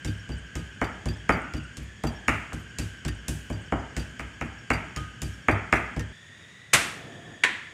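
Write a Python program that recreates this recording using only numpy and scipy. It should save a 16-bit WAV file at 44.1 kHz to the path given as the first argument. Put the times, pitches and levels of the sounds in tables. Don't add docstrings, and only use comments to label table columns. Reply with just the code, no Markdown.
import sys
import numpy as np
from scipy import signal
from scipy.fft import rfft, irfft, next_fast_len
from scipy.io import wavfile
from scipy.ndimage import uniform_filter1d, map_coordinates

SR = 44100
rng = np.random.default_rng(int(sys.argv[2]) if len(sys.argv) > 2 else 0)


def persist_wave(psi):
    counts = np.round(np.clip(psi, -1, 1) * 32767).astype(np.int16)
    wavfile.write(sys.argv[1], SR, np.atleast_2d(counts).T)


def amplitude_ratio(level_db):
    exponent = np.asarray(level_db, float) / 20
    return 10 ** exponent


N = 341239
T = np.arange(N) / SR
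CUT_S = 6.128

# pitch_hz, level_db per Hz
AIR_COLOURS = [
    [(15, -38), (65, -9), (100, -1.5), (240, -8.5), (300, -14), (900, -28), (1800, -17), (3350, -23.5),
     (3800, -38.5), (4300, -33), (6800, -31.5), (9000, -39.5), (12000, -56), (15500, -55)],
    [(15, -55), (50, -18), (100, -1), (300, -15.5), (900, -24), (1800, -15), (3800, -22.5), (4200, -38),
     (5200, -28), (6700, -29), (7800, -34.5), (9070, -32.5), (12000, -51), (15500, -48)],
]
AIR_LEVELS = [-47.5, -51.5]
# pitch_hz, width_hz, level_db
HISS_BANDS = [(4684, 160, -7.5), (5410, 91, -11), (6810, 500, -6), (7850, 200, -12), (8600, 200, -16)]
# time_s, pitch_hz, level_db
WHINE_PATH = [(0, 1588, -49), (0.801, 1590, -49), (1.051, 1700, -52), (1.17, 1720, -50), (1.4, 1450, -47),
              (1.65, 1468, -47), (1.85, 1753, -57.5), (2.1, 1700, -50), (2.5, 1580, -50), (4, 1591, -50),
              (4.6, 1620, -52), (5.1, 1556, -50), (5.4, 1650, -52), (6.122, 1650, -50), (6.134, 1790, -52),
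              (6.62, 1952, -54), (7.1, 1766, -51.5), (7.74, 1770, -50.5)]
# multiple, width_hz, level_db
WHINE_ORDERS = [(1, 93, 1), (1.9, 207, -4.5)]
# delay_s, level_db
WALLS = [(.0018, -12), (.004, -11), (.0115, -8.5), (0.0088, -6.5), (0.0152, -8.5), (.024, -30), (.033, -18)]
# pitch_hz, t60_s
ROOM_DECAY = [(100, 0.7), (500, 0.5), (1500, 0.65), (3000, 0.61), (8000, 0.5), (15000, 0.48)]

# start_s, level_db, rattle_s, brightness_db per octave
IGNITER_SNAPS = [
    (6.731, -33, 0.0035, -4),
    (6.734, -10.5, 0.018, 2),
    (6.7445, -7, 0.0021, -3.5),
    (6.749, -14.5, 0.0097, -1.5),
    (6.757, -14, 0.0023, -3),
]
# start_s, level_db, rattle_s, brightness_db per octave
KNOB_CLICKS = [
    (7.436, -12, 0.013, 1.6),
    (7.448, -10, 0.0031, -1.5),
    (7.456, -37, 0.0049, -1.5),
]
# pitch_hz, level_db per Hz
IGNITER_COLOUR = [(40, -49), (75, -13), (276, -18), (474, -16.5), (1110, -11), (1240, -9.5), (2190, -7.5),
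                  (2520, -8), (2970, -12.5), (4860, -19), (8540, -17), (15000, -38), (16500, -66)]
# pitch_hz, level_db per Hz
KNOB_COLOUR = [(59, -70), (100, -45), (324, -15), (669, -26), (1000, -12), (1240, -17), (1910, -2.5),
               (2630, -11.5), (3780, -18), (5090, -30.5), (7980, -28.5), (15100, -60), (16500, -83)]
# pitch_hz, level_db, t60_s
KNOB_MODES = [(1008, -30, .27), (1800, -15, .1), (1860, -28, .25), (340, -30, .08)]
# pitch_hz, level_db per Hz
FLAME_COLOUR = [(15, -19), (45, -8), (100, 1.5), (270, -0.5), (560, -7.5), (630, -9), (690, 0.5),
                (760, -9.5), (900, -16.5), (1400, -14.5), (3000, -57)]

# start_s, level_db
CHARM_STRIKES = [
    [(.1944, -55), (2.1605, -56), (4.337, -62), (4.5844, -57), (4.9894, -69), (5.3353, -59)],
    [(.0233, -61), (.1744, -57), (.3805, -51), (1.1644, -57), (1.4142, -52), (1.6344, -54), (2.6294, -59),
     (3.0964, -56), (3.1444, -54), (3.6162, -53)],
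]
# pitch_hz, level_db, t60_s
CHARM_MODES = [
    [(5530, 9, 0.088), (13570, -14, .05)],
    [(8130, 3.5, .07), (15350, -26, .05)],
]
# start_s, level_db
BOWL_NUDGES = [
    (0.556, -47.5),
    (4.969, -34),
    (5.22, -51),
]
# pitch_hz, level_db, t60_s
BOWL_MODES = [(1243, 0, .5), (3120, -7, .25)]
# start_s, tone_db, clatter_db
GLASS_HOPS = [(0.0744, -38, -36), (0.3182, -39, -47), (.5781, -45, -42), (.84, -39, -36),
              (1.0846, -32.5, -35), (1.321, -34, -35), (1.565, -41.5, -39), (2.069, -32, -31),
              (2.8124, -38, -41), (3.0792, -37, -30), (3.3073, -48, -41), (3.528, -43, -47),
              (3.9946, -37, -33), (4.732, -31.5, -31), (5.246, -41, -48), (5.5104, -39, -33),
              (5.7555, -54, -33), (5.9933, -47, -31)]
# pitch_hz, level_db, t60_s
GLASS_TONE = [(4680, 0, .16), (4735, -6, .12)]
# pitch_hz, level_db, t60_s
GLASS_CLATTER = [(2720, -10, .06), (3610, -16, .07), (5990, -13, .07), (1830, -13, .2), (7600, -19, .05),
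                 (9350, -19, .05), (10200, -25, .05), (12070, -25, .06), (14430, -27, .06)]

# start_s, knock_db, splat_db, boom_db, contact_ms
HARD_BLOWS = [
    (.816, -19.5, -34, -29, 0.74),
    (1.2936, -12, -28, -25, 0.71),
    (2.039, -25.5, -30, -25, 0.7),
    (2.283, -12, -22.5, -27, 0.63),
    (3.7235, -21.5, -41, -27.5, 0.76),
    (4.196, -28, -35.5, -35.5, 0.64),
    (4.413, -24.5, -38, -31.5, 0.63),
    (4.7044, -14.5, -27.5, -26, .64),
    (5.4851, -11, -30.5, -25, 0.69),
    (5.7274, -10, -24, -25.5, 0.67),
]
# start_s, knock_db, splat_db, boom_db, brightness_db per octave
CUSHIONED_BLOWS = [(.049, -39.5, -26, -27, 1.6), (.293, -37.5, -39, -29.5, 2),
                   (.556, -37, -28.5, -27.5, 0.8), (1.059, -32, -32, -25, 0.3),
                   (1.539, -38, -31.5, -28, -1.5), (1.772, -51, -31, -34, 0.8), (2.533, -41, -32, -29, 3),
                   (2.788, -37.5, -23, -27, 2.2), (3.052, -37, -26, -26, -1.5),
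                   (3.284, -36.5, -23, -26.5, 6.5), (3.502, -31, -40.5, -29, 7),
                   (3.968, -34.5, -24.5, -26.5, 1), (4.964, -45, -25, -29.5, -0.4),
                   (5.2204, -39.5, -25, -28.5, 3.5), (5.966, -32.5, -36.5, -25.5, 0.5)]
# start_s, level_db
RIM_TAPS = [
    (2.522, -34),
    (4.969, -34.5),
]
# pitch_hz, level_db, t60_s
FLOOR_MODES = [(56.55, 2.5, 0.42), (63.35, 4.5, 0.32), (77.5, 8.5, 0.14), (100.6, 0.5, 0.31),
               (146.2, -2.5, 0.32), (152.1, -4, 0.32), (173.8, -1, 0.19), (233.4, -2.5, 0.17),
               (253, -18, 0.21), (305.5, -3.5, 0.14), (348.3, -5.5, 0.1), (396, -22, 0.19),
               (481.4, -11.5, 0.12)]
# pitch_hz, width_hz, level_db
STONE = [(1267, 192, -4.5), (1650, 390, -1.5), (2220, 700, 4), (2895, 304, 11)]
# pitch_hz, width_hz, level_db
BODY = [(252.5, 225, 3.5), (324.6, 93, 8), (409, 118, -0.5), (540, 81, 1), (642, 104, 1.5), (806, 150, 5),
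        (914, 270, -0.5)]
# pitch_hz, level_db per Hz
SPLAT_COLOUR = [(880, -9.5), (1500, 4), (2210, -3), (2540, 2.5), (4160, -10), (6890, -7.5), (8320, -9),
                (11000, -19), (16000, -32)]
# pitch_hz, width_hz, level_db
POP = [(6730, 780, -4), (9750, 3100, -24), (5370, 910, -6.5), (2050, 350, 0.5)]

HARD_BRIGHT_DB = 1.9
USUAL_BOOM_DB = -26.5


def unit(x):
    return x / np.sqrt(np.mean(x ** 2) + 1e-20)


def along(points, hz):
    f, v = np.transpose(points)
    return np.interp(np.log(hz + 1), np.log(f + 1), v)


def tilted(spectrum, bright_db, pivot_hz):
    return [(hz, db + bright_db * np.log2(hz / pivot_hz)) for hz, db in spectrum]


def resonant(peaks, f):
    total = 0
    for k, (centre, width, db) in enumerate(peaks):
        damping = 1j * f * width
        total = total + (-1) ** k * amplitude_ratio(db) * damping / (centre * centre - f * f + damping)
    return total


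def filtered(x, response):
    size = next_fast_len(len(x) + 8192)
    return irfft(rfft(x, size) * response(np.fft.rfftfreq(size, 1 / SR)), size)[:len(x)]


def noise(spectrum, size):
    return unit(filtered(rng.standard_normal(size), lambda hz: amplitude_ratio(along(spectrum, hz))))


def wobble(rate):
    knots = rng.standard_normal(int(N * rate / SR) + 4)
    return map_coordinates(knots, [T * rate])


def add(track, s, x):
    part = track[round(s * SR):][:len(x)]
    part += x[:len(part)]


def ring(modes, cycles, scatter_db):
    t = T[:round(SR * max(t60 for _, _, t60 in modes))]
    out = np.zeros(len(t))
    for hz, db, t60 in modes:
        swell = 1 - np.exp(-t * hz / cycles)
        strength = amplitude_ratio(db + scatter_db * rng.standard_normal())
        out += strength * swell * amplitude_ratio(-60 * t / t60) * np.sin(2 * np.pi * hz * t)
    return out


def puff(spectrum, rise, t60, grit_db):
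    t = T[:SR // 8]
    grit = unit(uniform_filter1d(rng.standard_normal(len(t)), size=round(.0012 * SR)))
    burst = unit(amplitude_ratio(grit_db * grit) * noise(spectrum, len(t)))
    return burst * (1 - np.exp(-t / rise)) * amplitude_ratio(-60 * t / t60)


def in_room(x, wet_db, colour=None, echo_db=0):
    hz, t, z = signal.stft(rng.standard_normal(SR * 3 // 4), SR, nperseg=256)
    decay = amplitude_ratio(-60 * t / along(ROOM_DECAY, hz)[:, None])
    tail = signal.istft(z * decay, SR, nperseg=256)[1]
    tail *= 1 - np.exp(-T[:len(tail)] / 0.00087)
    echoes = np.zeros(len(tail))
    echoes[0] = 1
    for s, db in WALLS:
        echoes[round(s * SR)] += amplitude_ratio(db + echo_db)
    if colour is None:
        return signal.fftconvolve(x, echoes + tail * amplitude_ratio(wet_db) / np.linalg.norm(tail))
    tail = filtered(tail, lambda f: amplitude_ratio(along(colour, f)))
    wet = tail * amplitude_ratio(wet_db) * np.linalg.norm(x) / np.linalg.norm(tail)
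    return signal.fftconvolve(x, echoes)[:len(tail)] + wet


def room_air(level_db, colour):
    return amplitude_ratio(level_db + 0.63 * wobble(5.9)) * noise(colour, N)


def appliance():
    def bands(f):
        return sum(resonant([(hz, width, db / 2)], f) ** 2 for hz, width, db in HISS_BANDS)

    hiss = unit(filtered(rng.standard_normal(N), bands))
    return amplitude_ratio(-65.0 + 0.88 * wobble(3.4)) * hiss


def whine():
    s, hz, db = np.transpose(WHINE_PATH)
    phase = 2 * np.pi * np.cumsum(np.interp(T, s, hz)) / SR
    out = np.zeros(N)
    for multiple, width_hz, level_db in WHINE_ORDERS:
        def lowpass(f):
            return 1 / (1 + (f / width_hz) ** 2)

        a = unit(filtered(rng.standard_normal(N), lowpass))
        b = unit(filtered(rng.standard_normal(N), lowpass))
        band = a * np.cos(multiple * phase) + b * np.sin(multiple * phase)
        out += amplitude_ratio(level_db + 0.17 * wobble(5.0)) * band
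    return amplitude_ratio(np.interp(T, s, db)) * unit(out)


def snaps(rows, colour, modes, wet_db):
    dry = np.zeros(SR // 2)
    first = rows[0][0]
    for s, db, rattle_s, bright_db in rows:
        bright = tilted(colour, bright_db, pivot_hz=3000)
        add(dry, s - first, amplitude_ratio(db) * puff(bright, rise=0.00062, t60=5 * rattle_s, grit_db=-0.4))
    out = np.zeros(N)
    add(out, first, in_room(dry, wet_db, colour, echo_db=-8.5))
    add(out, first + .004, ring(modes, cycles=3, scatter_db=0))
    return out


def flame():
    catch_s, catch_rise_s, flare_db, flare_s = 6.74, 0.024, 12.5, 0.18
    turned_down_s, down_db_per_s = 7.5, 52
    lit = np.maximum(T - catch_s, 0)
    level_db = -48.5 + flare_db * np.exp(-lit / flare_s)
    level_db = level_db - down_db_per_s * np.maximum(T - turned_down_s, 0)
    flutter = amplitude_ratio(level_db + 2.5 * wobble(15)) * noise(FLAME_COLOUR, N)
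    return flutter * (1 - np.exp(-(lit / catch_rise_s) ** 2))


def stove():
    igniter = snaps(IGNITER_SNAPS, IGNITER_COLOUR, [(2490, -42, .06)], wet_db=-1.5)
    knob = snaps(KNOB_CLICKS, KNOB_COLOUR, KNOB_MODES, wet_db=-3.0)
    return flame() + igniter + knob


def blows():
    hard = [(s, splat, boom, HARD_BRIGHT_DB) for s, _, splat, boom, _ in HARD_BLOWS]
    cushioned = [(s, *rest) for s, _, *rest in CUSHIONED_BLOWS]
    return sorted(hard + cushioned)


def chain():
    low_hz, high_hz = 4980, 14900
    first_s, last_s = .012, .09
    out = np.zeros(N)
    for s, *_ in blows():
        for lag, pitch, size in rng.uniform(size=(6, 3)):
            hz = low_hz * (high_hz / low_hz) ** pitch
            link = ring([(hz, -57 - 9 * pitch - 8 * size, 0.049)], cycles=6, scatter_db=6)
            add(out, s + first_s + lag * (last_s - first_s), link)
    return out


def charms():
    out = np.zeros(N)
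    for strikes, modes in zip(CHARM_STRIKES, CHARM_MODES):
        faint = [(s + rng.uniform(0.037, 0.21), -65 + 2 * rng.standard_normal()) for s, *_ in blows()]
        for s, db in strikes + faint:
            add(out, s, amplitude_ratio(db) * ring(modes, cycles=15, scatter_db=1))
    return out


def bowl():
    out = np.zeros(N)
    for s, db in BOWL_NUDGES:
        add(out, s, amplitude_ratio(db) * ring(BOWL_MODES, cycles=5, scatter_db=0))
    return out


def glass():
    out = np.zeros(N)
    for s, tone_db, clatter_db in GLASS_HOPS:
        tone = ring(GLASS_TONE, cycles=6, scatter_db=0)
        damping = 1 + (T[:len(tone)] / 0.038) ** 6
        add(out, s, amplitude_ratio(tone_db - 4.5) * tone / damping)
        add(out, s, amplitude_ratio(clatter_db - 0.2) * ring(GLASS_CLATTER, cycles=4.6, scatter_db=5.0))
        add(out, s, amplitude_ratio(clatter_db - 6) * puff(SPLAT_COLOUR, rise=0.0024, t60=0.098, grit_db=7.0))
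    return out


def floor_boom():
    out = np.zeros(N)
    for s, _, boom_db, _ in blows():
        s -= .0028
        deep_db = 0.2 * min(boom_db - USUAL_BOOM_DB, 0)
        modes = [(hz, db + deep_db * (hz < 90), 0.86 * t60) for hz, db, t60 in FLOOR_MODES]
        add(out, s + 0.00382, amplitude_ratio(boom_db - 1.7) * ring(modes, cycles=0.92, scatter_db=2.0))
        add(out, s + .0335, amplitude_ratio(boom_db - 5) * ring(modes, cycles=1.65, scatter_db=5.5))
    return out


def garlic():
    out, t = np.zeros(N), T[:SR // 20]
    for s, splat_db, _, bright_db in blows():
        colour = tilted(SPLAT_COLOUR, bright_db, pivot_hz=6000)
        burst = rng.standard_normal(len(t)) * np.exp(-((t - .0015) / 0.0012) ** 2)
        pop = filtered(burst, lambda f: resonant(POP, f) * ((f + 1) / 6000) ** (bright_db / 6))
        splat = amplitude_ratio(-11.5) * puff(colour, rise=0.002, t60=0.051, grit_db=-2.5)
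        add(splat, 0, pop / np.abs(pop).max())
        wet = in_room(splat, wet_db=-1.5, colour=colour, echo_db=-3.0)
        add(out, s - .0028, amplitude_ratio(splat_db + 2.5) * wet)
    return out


def knocks():
    contacts = []
    for s, db, _, boom_db, contact_ms in HARD_BLOWS:
        body_db = -13.5 + 1.63 * (boom_db - USUAL_BOOM_DB)
        contacts.append((s, db, contact_ms, body_db - db))
    contacts += [(s, db, 1.5, -7) for s, db, *_ in CUSHIONED_BLOWS]
    return contacts + [(s, db, 0.78, -4) for s, db in RIM_TAPS]


def stone_knock():
    out, t = np.zeros(N), T[:SR // 20]
    for s, db, contact_ms, body_db in knocks():
        force = np.sin(np.pi * np.clip(1000 * t / contact_ms, 0, 1)) ** 2
        knock = filtered(-force, lambda f: resonant(STONE, f) + amplitude_ratio(body_db - 10.5) * resonant(BODY, f))
        knock = knock / np.abs(knock).max()
        add(out, s, amplitude_ratio(db + 7.5) * in_room(knock, wet_db=-1.63, echo_db=-1.0))
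    return out


def scene():
    before = np.clip((CUT_S - T) / 0.0033, 0, 1)
    mortar_air, stove_air = [room_air(db, colour) for db, colour in zip(AIR_LEVELS, AIR_COLOURS)]
    pounding = floor_boom() + garlic() + stone_knock()
    mortar = mortar_air + chain() + charms() + bowl() + glass() + pounding
    mix = before * mortar + (1 - before) * stove_air
    return (mix + appliance() + whine() + stove())[None]


def roll_off(x):
    return signal.sosfilt(signal.butter(12, 16640, fs=SR, output="sos"), x)


def record(dry):
    top_hz, low_hz = 15600, 42

    def band(hz):
        width = low_hz * np.sqrt(2)
        low_cut = resonant([(low_hz, width, 0)], hz) * 1j * hz / width
        return low_cut / (1 + (hz / top_hz) ** 150)

    mix = filtered(dry[0], band)[None]
    return roll_off(mix)


dry = scene()
out = record(dry)
persist_wave(out)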